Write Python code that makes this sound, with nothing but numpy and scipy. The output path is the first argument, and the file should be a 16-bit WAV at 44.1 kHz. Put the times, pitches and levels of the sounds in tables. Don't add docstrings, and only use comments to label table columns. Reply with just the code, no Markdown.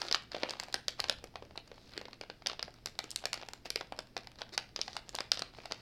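import sys
import numpy as np
from scipy import signal
from scipy.fft import rfft, irfft, next_fast_len
from scipy.io import wavfile
from scipy.ndimage import uniform_filter1d

SR = 44100
rng = np.random.default_rng(int(sys.argv[2]) if len(sys.argv) > 2 else 0)


def transcribe(u):
    v = np.clip(np.atleast_2d(u).T, -1, 1)
    q = np.round(v * 32767).astype(np.int16)
    wavfile.write(sys.argv[1], SR, q)


N = 256220
TIME = np.arange(N) / SR
AGE = np.arange(2048) / SR
TOP_HZ = 16300

# snap_s, strength_db, sharpness_db (crack over ring), slackness_db (pop over ring),
# panel_pitch_hz
CREASES = [(0.0174, -25.5, -17, -4.5, 730), (0.0844, -32, -26, -9, 680), (.113, -24.5, -18, -7, 464),
           (0.1256, -18, -17.5, -22, 920), (0.1459, -17.5, -36, -7.5, 800), (.1509, -30.5, -6, -13, 880),
           (0.318, -34, -20, -8, 780), (0.3467, -42, -20, 14, 655), (0.3655, -40.5, -17, 6, 490),
           (0.4331, -25, -37, 3.5, 514), (.495, -31, -14.5, -29, 620), (0.5076, -29, -10, -7, 744),
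           (.599, -28.5, -7.5, -4.5, 1000), (.6352, -38.5, -6.5, -2.5, 676), (0.6845, -53, -4, 13.5, 805),
           (.7265, -37, -11, -13, 590), (0.7426, -20.5, -12.5, -7.5, 564),
           (0.8824, -20.5, -10.5, -13.5, 635), (0.9955, -40.5, -25, 10.5, 910), (1.002, -21, -10, -18, 730),
           (1.0413, -28, -24, -2.5, 780), (1.0856, -35.5, -13, -3, 560), (1.0968, -17.5, -14, -8.5, 570),
           (1.241, -43.5, -2.5, 7.5, 490), (1.3572, -37, -81, 5, 810), (1.424, -50, -34, 14, 544),
           (1.5091, -57, -26, 12, 756), (1.557, -62, -14, 22, 770), (1.5761, -32, -19, -3, 500),
           (1.7162, -48, -19, 10, 527), (1.9357, -44, -43, -15, 360), (1.9773, -30, -12.5, -2.5, 328),
           (2.014, -43.5, -8, 7, 620), (2.0544, -41, -47, 1, 527), (2.0832, -50.5, -31, 11.5, 665),
           (2.1311, -40, -26, -4, 865), (2.212, -35, -17, 0, 573), (2.2364, -47, -24, 7.5, 640),
           (2.2998, -36.5, -58, 1.5, 540), (2.422, -51, -29, 7.5, 745), (2.4617, -26, -68, -7.5, 593),
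           (2.47, -20.5, -15, -16, 730), (2.498, -30.5, -43, -5.5, 980), (2.5157, -38, -32, 1, 630),
           (2.594, -32.5, -46, -4, 670), (2.6276, -25.5, -18, -11.5, 640), (2.68, -57, -17, 20, 635),
           (2.8593, -28, -5.5, -9.5, 790), (2.8716, -37.5, -18, -4, 610), (2.99, -24, -13, -6.5, 726),
           (3.041, -39.5, -6.5, -0.5, 392), (3.1057, -38.5, 2, -29, 730), (3.1142, -35.5, -2, -38, 510),
           (3.1604, -24.5, -4, -21, 890), (3.2396, -45, -24, 12, 650), (3.2553, -23, -10, -6, 477),
           (3.3309, -24.5, -12, -6.5, 1090), (3.3415, -30, -9, -6.5, 1060), (3.3758, -41, -18, 0, 477),
           (3.4143, -43, -29, -1, 680), (3.4869, -39, -6, 1.5, 850), (3.5343, -37, -4, -4.5, 790),
           (3.6562, -38.5, -15, 1, 796), (3.7036, -25, -9, -14.5, 470), (3.7587, -21.5, -14.5, -7.5, 455),
           (3.8103, -34, -21, 3, 796), (3.9231, -43.5, -8.5, 14.5, 705), (3.99, -30.5, -11.5, -1.5, 573),
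           (4.167, -31, -17.5, 3.5, 506), (4.1773, -34.5, -16, -12, 656), (4.2719, -39, -14, -3.5, 860),
           (4.3872, -43.5, -25, -7.5, 560), (4.4177, -31.5, -23, -0.5, 654), (4.578, -20.5, -12.5, -7, 760),
           (4.7617, -26, -18, -15.5, 560), (4.791, -40.5, -24, 7, 510), (4.8146, -21, -18, -25, 784),
           (4.88, -35.5, -19, 2.5, 716), (4.9311, -40.5, -17, -11, 500), (4.967, -31, -11, 3, 890),
           (5.0923, -38.5, -1.5, -12, 510), (5.1465, -44.5, -22, 13, 610), (5.1515, -29, -4, -14.5, 644),
           (5.1616, -36, -25, -14, 720), (5.1867, -30, -47, 0, 850), (5.2055, -26.5, -17.5, -4, 760),
           (5.3177, -13.5, -18, -19.5, 623), (5.3734, -33.5, -31, -4, 745),
           (5.3932, -29.5, -10.5, -10, 690), (5.4209, -25.5, -19.5, -5.5, 790),
           (5.5863, -49.5, -25, 12, 550), (5.6566, -38, -11, 3, 660), (5.7118, -39.5, -24, 5, 700),
           (5.7214, -26, -15, -6.5, 660)]

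RING_HZ = 4670
USUAL_DB, USUAL_SHARPNESS_DB = -30, -17
OCTAVES_PER_STRENGTH_DB, OCTAVES_PER_SHARPNESS_DB = .005, .008
FLEX_DB, FLEX_SLACK_SHARE = -2.5, .52


def undb(db):
    return 10 ** (np.asarray(db) / 20)


def level(x, db):
    return x * undb(db) / np.sqrt(np.mean(x ** 2))


def burst(x, db):
    return x * undb(db) * np.sqrt(SR / 1000 / np.sum(x ** 2))


def colour(x, points):
    size = next_fast_len(len(x) + 2048)
    hz, db = np.transpose(points)
    log_hz = np.log(np.fft.rfftfreq(size, 1 / SR) + 1)
    log_gain = np.log(undb(np.interp(log_hz, np.log(hz), db)))
    cepstrum = irfft(log_gain, size)
    cepstrum[1:size // 2] *= 2
    cepstrum[size // 2:] = 0
    response = np.exp(rfft(cepstrum))
    return irfft(rfft(x, size) * response, size)[:len(x)]


def band(x, low_hz, high_hz, order):
    edges_hz = [low_hz, min(high_hz, SR / 2 - 500)]
    return signal.lfilter(*signal.butter(order, edges_hz, "band", fs=SR), x)


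def resonate(x, hz, q):
    return signal.lfilter(*signal.iirpeak(hz, max(q, .5), fs=SR), x)


def fading_noise(t, t60_s):
    return rng.standard_normal(len(t)) * np.exp(-np.log(1000) * t / t60_s)


def span(start_s, end_s, smooth_samples):
    return uniform_filter1d(1. * ((TIME >= start_s) & (TIME < end_s)), size=smooth_samples)


def add(out, s, sound):
    start = int(np.clip(s * SR, 0, N - 1))
    out[start:start + len(sound)] += sound[:N - start]


def jolt(shiver_db, t60_s):
    push = burst(fading_noise(AGE, t60_s), shiver_db)
    push[0] += np.sqrt(SR / 1000)
    return push


def crease(ring_db, ring_hz, crack_db, flex_db):
    ring = resonate(jolt(shiver_db=1.0, t60_s=0.0069), ring_hz, q=2.9)
    ring = band(ring, 2560, 5610, order=3)
    crack = resonate(jolt(shiver_db=8.5, t60_s=0.0045), 1.443 * ring_hz, q=3.44)
    crack = band(crack, 4240, 14400, order=2)
    flex = band(jolt(shiver_db=7.5, t60_s=0.02), 1125, 2800, order=2)
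    return burst(ring, ring_db) + burst(crack, crack_db) + burst(flex, flex_db)


def ridge(db, sharpness_db, slackness_db, octaves):
    rise_octaves = OCTAVES_PER_STRENGTH_DB * (db - USUAL_DB)
    rise_octaves += OCTAVES_PER_SHARPNESS_DB * (sharpness_db - USUAL_SHARPNESS_DB)
    ring_hz = RING_HZ * 2 ** (rise_octaves + octaves)
    flex_db = db + FLEX_DB + FLEX_SLACK_SHARE * slackness_db
    return crease(db, ring_hz, db + sharpness_db, flex_db)


def panel(x, hz):
    return band(resonate(x, hz, q=1.77), 170, 1280, order=2)


def pop(db, hz):
    return burst(panel(jolt(shiver_db=7, t60_s=0.017), hz), db)


def crinkles(lead_s=0.00091):
    out = np.zeros(N)
    for s, db, sharpness_db, slackness_db, panel_hz in CREASES:
        add(out, s - lead_s, pop(db + slackness_db, panel_hz))
        add(out, s, ridge(db, sharpness_db, slackness_db, 0))
    return out


def yielding(ahead_s=.014, scatter=0.19, tick_db=-25, pop_db=-16, tip_db=-23, chance=.4):
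    out = np.zeros(N)
    for s, db, _, slackness_db, panel_hz in CREASES:
        tick = ridge(db + tick_db, tip_db, 0, 0) + pop(db + slackness_db + pop_db, panel_hz)
        early_s = ahead_s * np.exp(scatter * rng.standard_normal())
        add(out, s - early_s, tick * (rng.random() < chance))
    return out


def neighbours(settle_s=0.019, neighbour_db=-22, scatter_db=3, fade_db_per_s=150,
               lower_octaves=0.54, pop_db=-19, count=5):
    out = np.zeros(N)
    for s, db, sharpness_db, slackness_db, panel_hz in CREASES:
        for wait, size, pitch in rng.standard_normal((count, 3)):
            wait_s = settle_s * abs(wait)
            tick = undb(neighbour_db) * ridge(db, sharpness_db, slackness_db, -lower_octaves * abs(pitch))
            tick = tick + pop(db + slackness_db + pop_db, panel_hz * 2 ** (pitch / 2))
            add(out, s + wait_s, undb(scatter_db * size - fade_db_per_s * wait_s) * tick)
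    return out


def strays(db=-57, spread_db=3.0, sharpness_db=-11, sharpness_spread_db=6, slackness_db=-3, count=70):
    out = np.zeros(N)
    for when, size, tip, pitch in rng.random((count, 4)):
        tick_db = db - spread_db * np.log(max(size, .05))
        tip_db = sharpness_db + sharpness_spread_db * (2 * tip - 1)
        tick = ridge(tick_db, tip_db, slackness_db, 0)
        add(out, when * N / SR, tick + pop(tick_db + slackness_db, 500 * 2 ** pitch))
    return out


def wrinkles(count=400, size_db=6, spread_db=4.5):
    out = np.zeros(N)
    for when, size, tick_octaves, pop_octaves, pop_share in rng.random((count, 5)):
        tick = resonate(jolt(shiver_db=-5, t60_s=0.011), 2400 * 2 ** tick_octaves, q=3.0)
        tick = band(tick, 820, 4900, order=3)
        hollow = panel(jolt(shiver_db=6, t60_s=0.0056), 550 * 2 ** pop_octaves)
        db = size_db - spread_db * np.log(max(size, .05))
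        add(out, when * N / SR, burst(tick, db) + pop_share * burst(hollow, db + 6.0))
    return out


def sliding(slips_per_s=260, spread_db=4, prickle_db=-1, slip_decay_s=0.00018):
    # (taut film, over level_db)
    slides = [(0, 0.096, -48.5, -5), (0.318, 0.537, -54, -13), (0.5, 0.749, -61.5, -5),
              (0.98, 1.1, -60.5, -3), (1.59, 1.75, -72.5, -28), (1.756, 1.91, -70, 2.5),
              (1.913, 1.997, -58.5, -36), (2.017, 2.36, -79, -16), (2.484, 2.542, -60, -16),
              (2.75, 2.793, -66, -25), (3.014, 3.266, -68.5, -7), (3.325, 3.437, -58.5, -15),
              (3.653, 3.678, -46.5, -15), (4.386, 4.427, -56.5, -5), (4.528, 4.555, -46, -1),
              (4.785, 5, -63, 3.5), (5.058, 5.27, -73, 3), (5.533, 5.828, -63.5, -3.5)]
    # freq_hz, gain_db
    rub_colour = [(120, -21.5), (350, 5.5), (700, -3.5), (1100, -0.5), (2500, -1), (4800, -5),
                  (6800, -23.5), (16000, -29.5)]
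    effort, taut = np.zeros(N), np.zeros(N)
    for start_s, end_s, db, hiss_db in slides:
        stroke = undb(db) * span(start_s, end_s, 600)
        effort = effort + stroke
        taut = taut + undb(hiss_db) * stroke
    slip_gain = undb(spread_db * np.minimum(rng.exponential(size=N), 4))
    slips = slip_gain * (rng.random(N) < slips_per_s / SR)
    slip_envelope = signal.lfilter([1], [1, -np.exp(-1 / (slip_decay_s * SR))], slips)
    prickle = slip_envelope * rng.standard_normal(N)
    friction = level(prickle, prickle_db) + rng.standard_normal(N)
    rub = level(colour(friction, rub_colour), -0.91)
    hiss = level(band(resonate(friction, 4000, q=2.4), 3300, 5800, order=1), 0)
    return effort * (rub + wrinkles()) + taut * hiss


def bumps(rise_s=0.0035):
    # start_s, level_db, pitch_hz
    nudges = [(0.361, -47, 200), (1.004, -44.5, 114), (1.178, -38.5, 81), (2.641, -44.5, 155),
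              (5.41, -42, 157)]
    out = np.zeros(N)
    for s, db, hz in nudges:
        thud = AGE * np.exp(-AGE / rise_s) * np.sin(2 * np.pi * hz * AGE)
        add(out, s, burst(thud, db))
    return out


def room(x, table_db=-21, table_s=0.0038, wall_s=.0098, early_db=5, early_s=0.0045, grain_db=3,
         tail_db=-11.0, t60_s=0.31, treble_t60_s=0.26, count=16):
    # freq_hz, gain_db
    echo_colour = [(300, -1.5), (1200, -2), (2800, 1), (4200, -5.5), (5400, -8.5), (16000, -4.5)]
    t = TIME[:SR // 2]
    out = x
    for place in range(count):
        tail = band(fading_noise(t, t60_s), 83, 5900, order=2)
        tail = tail + band(fading_noise(t, treble_t60_s), 4600, TOP_HZ, order=2)
        tail *= (t > wall_s) * undb(early_db * np.exp(-np.abs(t - wall_s) / early_s))
        tail *= undb(grain_db * np.repeat(rng.standard_normal(len(t)), 50)[:len(t)])
        echoes = colour(tail * undb(tail_db) / np.sqrt(np.sum(tail ** 2)), echo_colour)
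        echoes[int(table_s * (1 + rng.random() / 2) * SR)] += undb(table_db)
        distance = np.abs(np.linspace(0, count - 1, N) - place)
        nearness = np.sqrt(np.maximum(1 - distance, 0))
        out = out + signal.oaconvolve(x * nearness, echoes)[:N]
    return out


def background(air_db=-61):
    # freq_hz, gain_db
    air_colour = [(20, -2), (50, -0.5), (110, -7), (230, -5.5), (500, -14), (1000, -22.5), (3500, -27),
                  (5100, -23.5), (6600, -37.5), (16000, -42.5)]
    # pitch_hz, level_db, start_s, end_s
    hums = [(40.8, -70, 4, 6), (81.4, -65, 1, 1.6), (119.6, -68.5, -1.5, 6)]
    hum = np.zeros(N)
    for hz, db, start_s, end_s in hums:
        tone = np.sin(2 * np.pi * (hz * TIME + rng.random()))
        hum += level(tone, db) * span(start_s, end_s, 4000)
    return hum + level(colour(rng.standard_normal(N), air_colour), air_db)


def scene():
    snaps = yielding() + crinkles() + neighbours() + strays()
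    pouch = snaps + sliding() + bumps()
    return (room(pouch) + background())[None]


def record(dry):
    heard = dry - 0.25 * resonate(dry, 973, q=3.6)
    top_cut = signal.ellip(8, .2, 70, TOP_HZ, fs=SR, output="sos")
    return signal.sosfilt(top_cut, heard)


dry = scene()
out = record(dry)
transcribe(out)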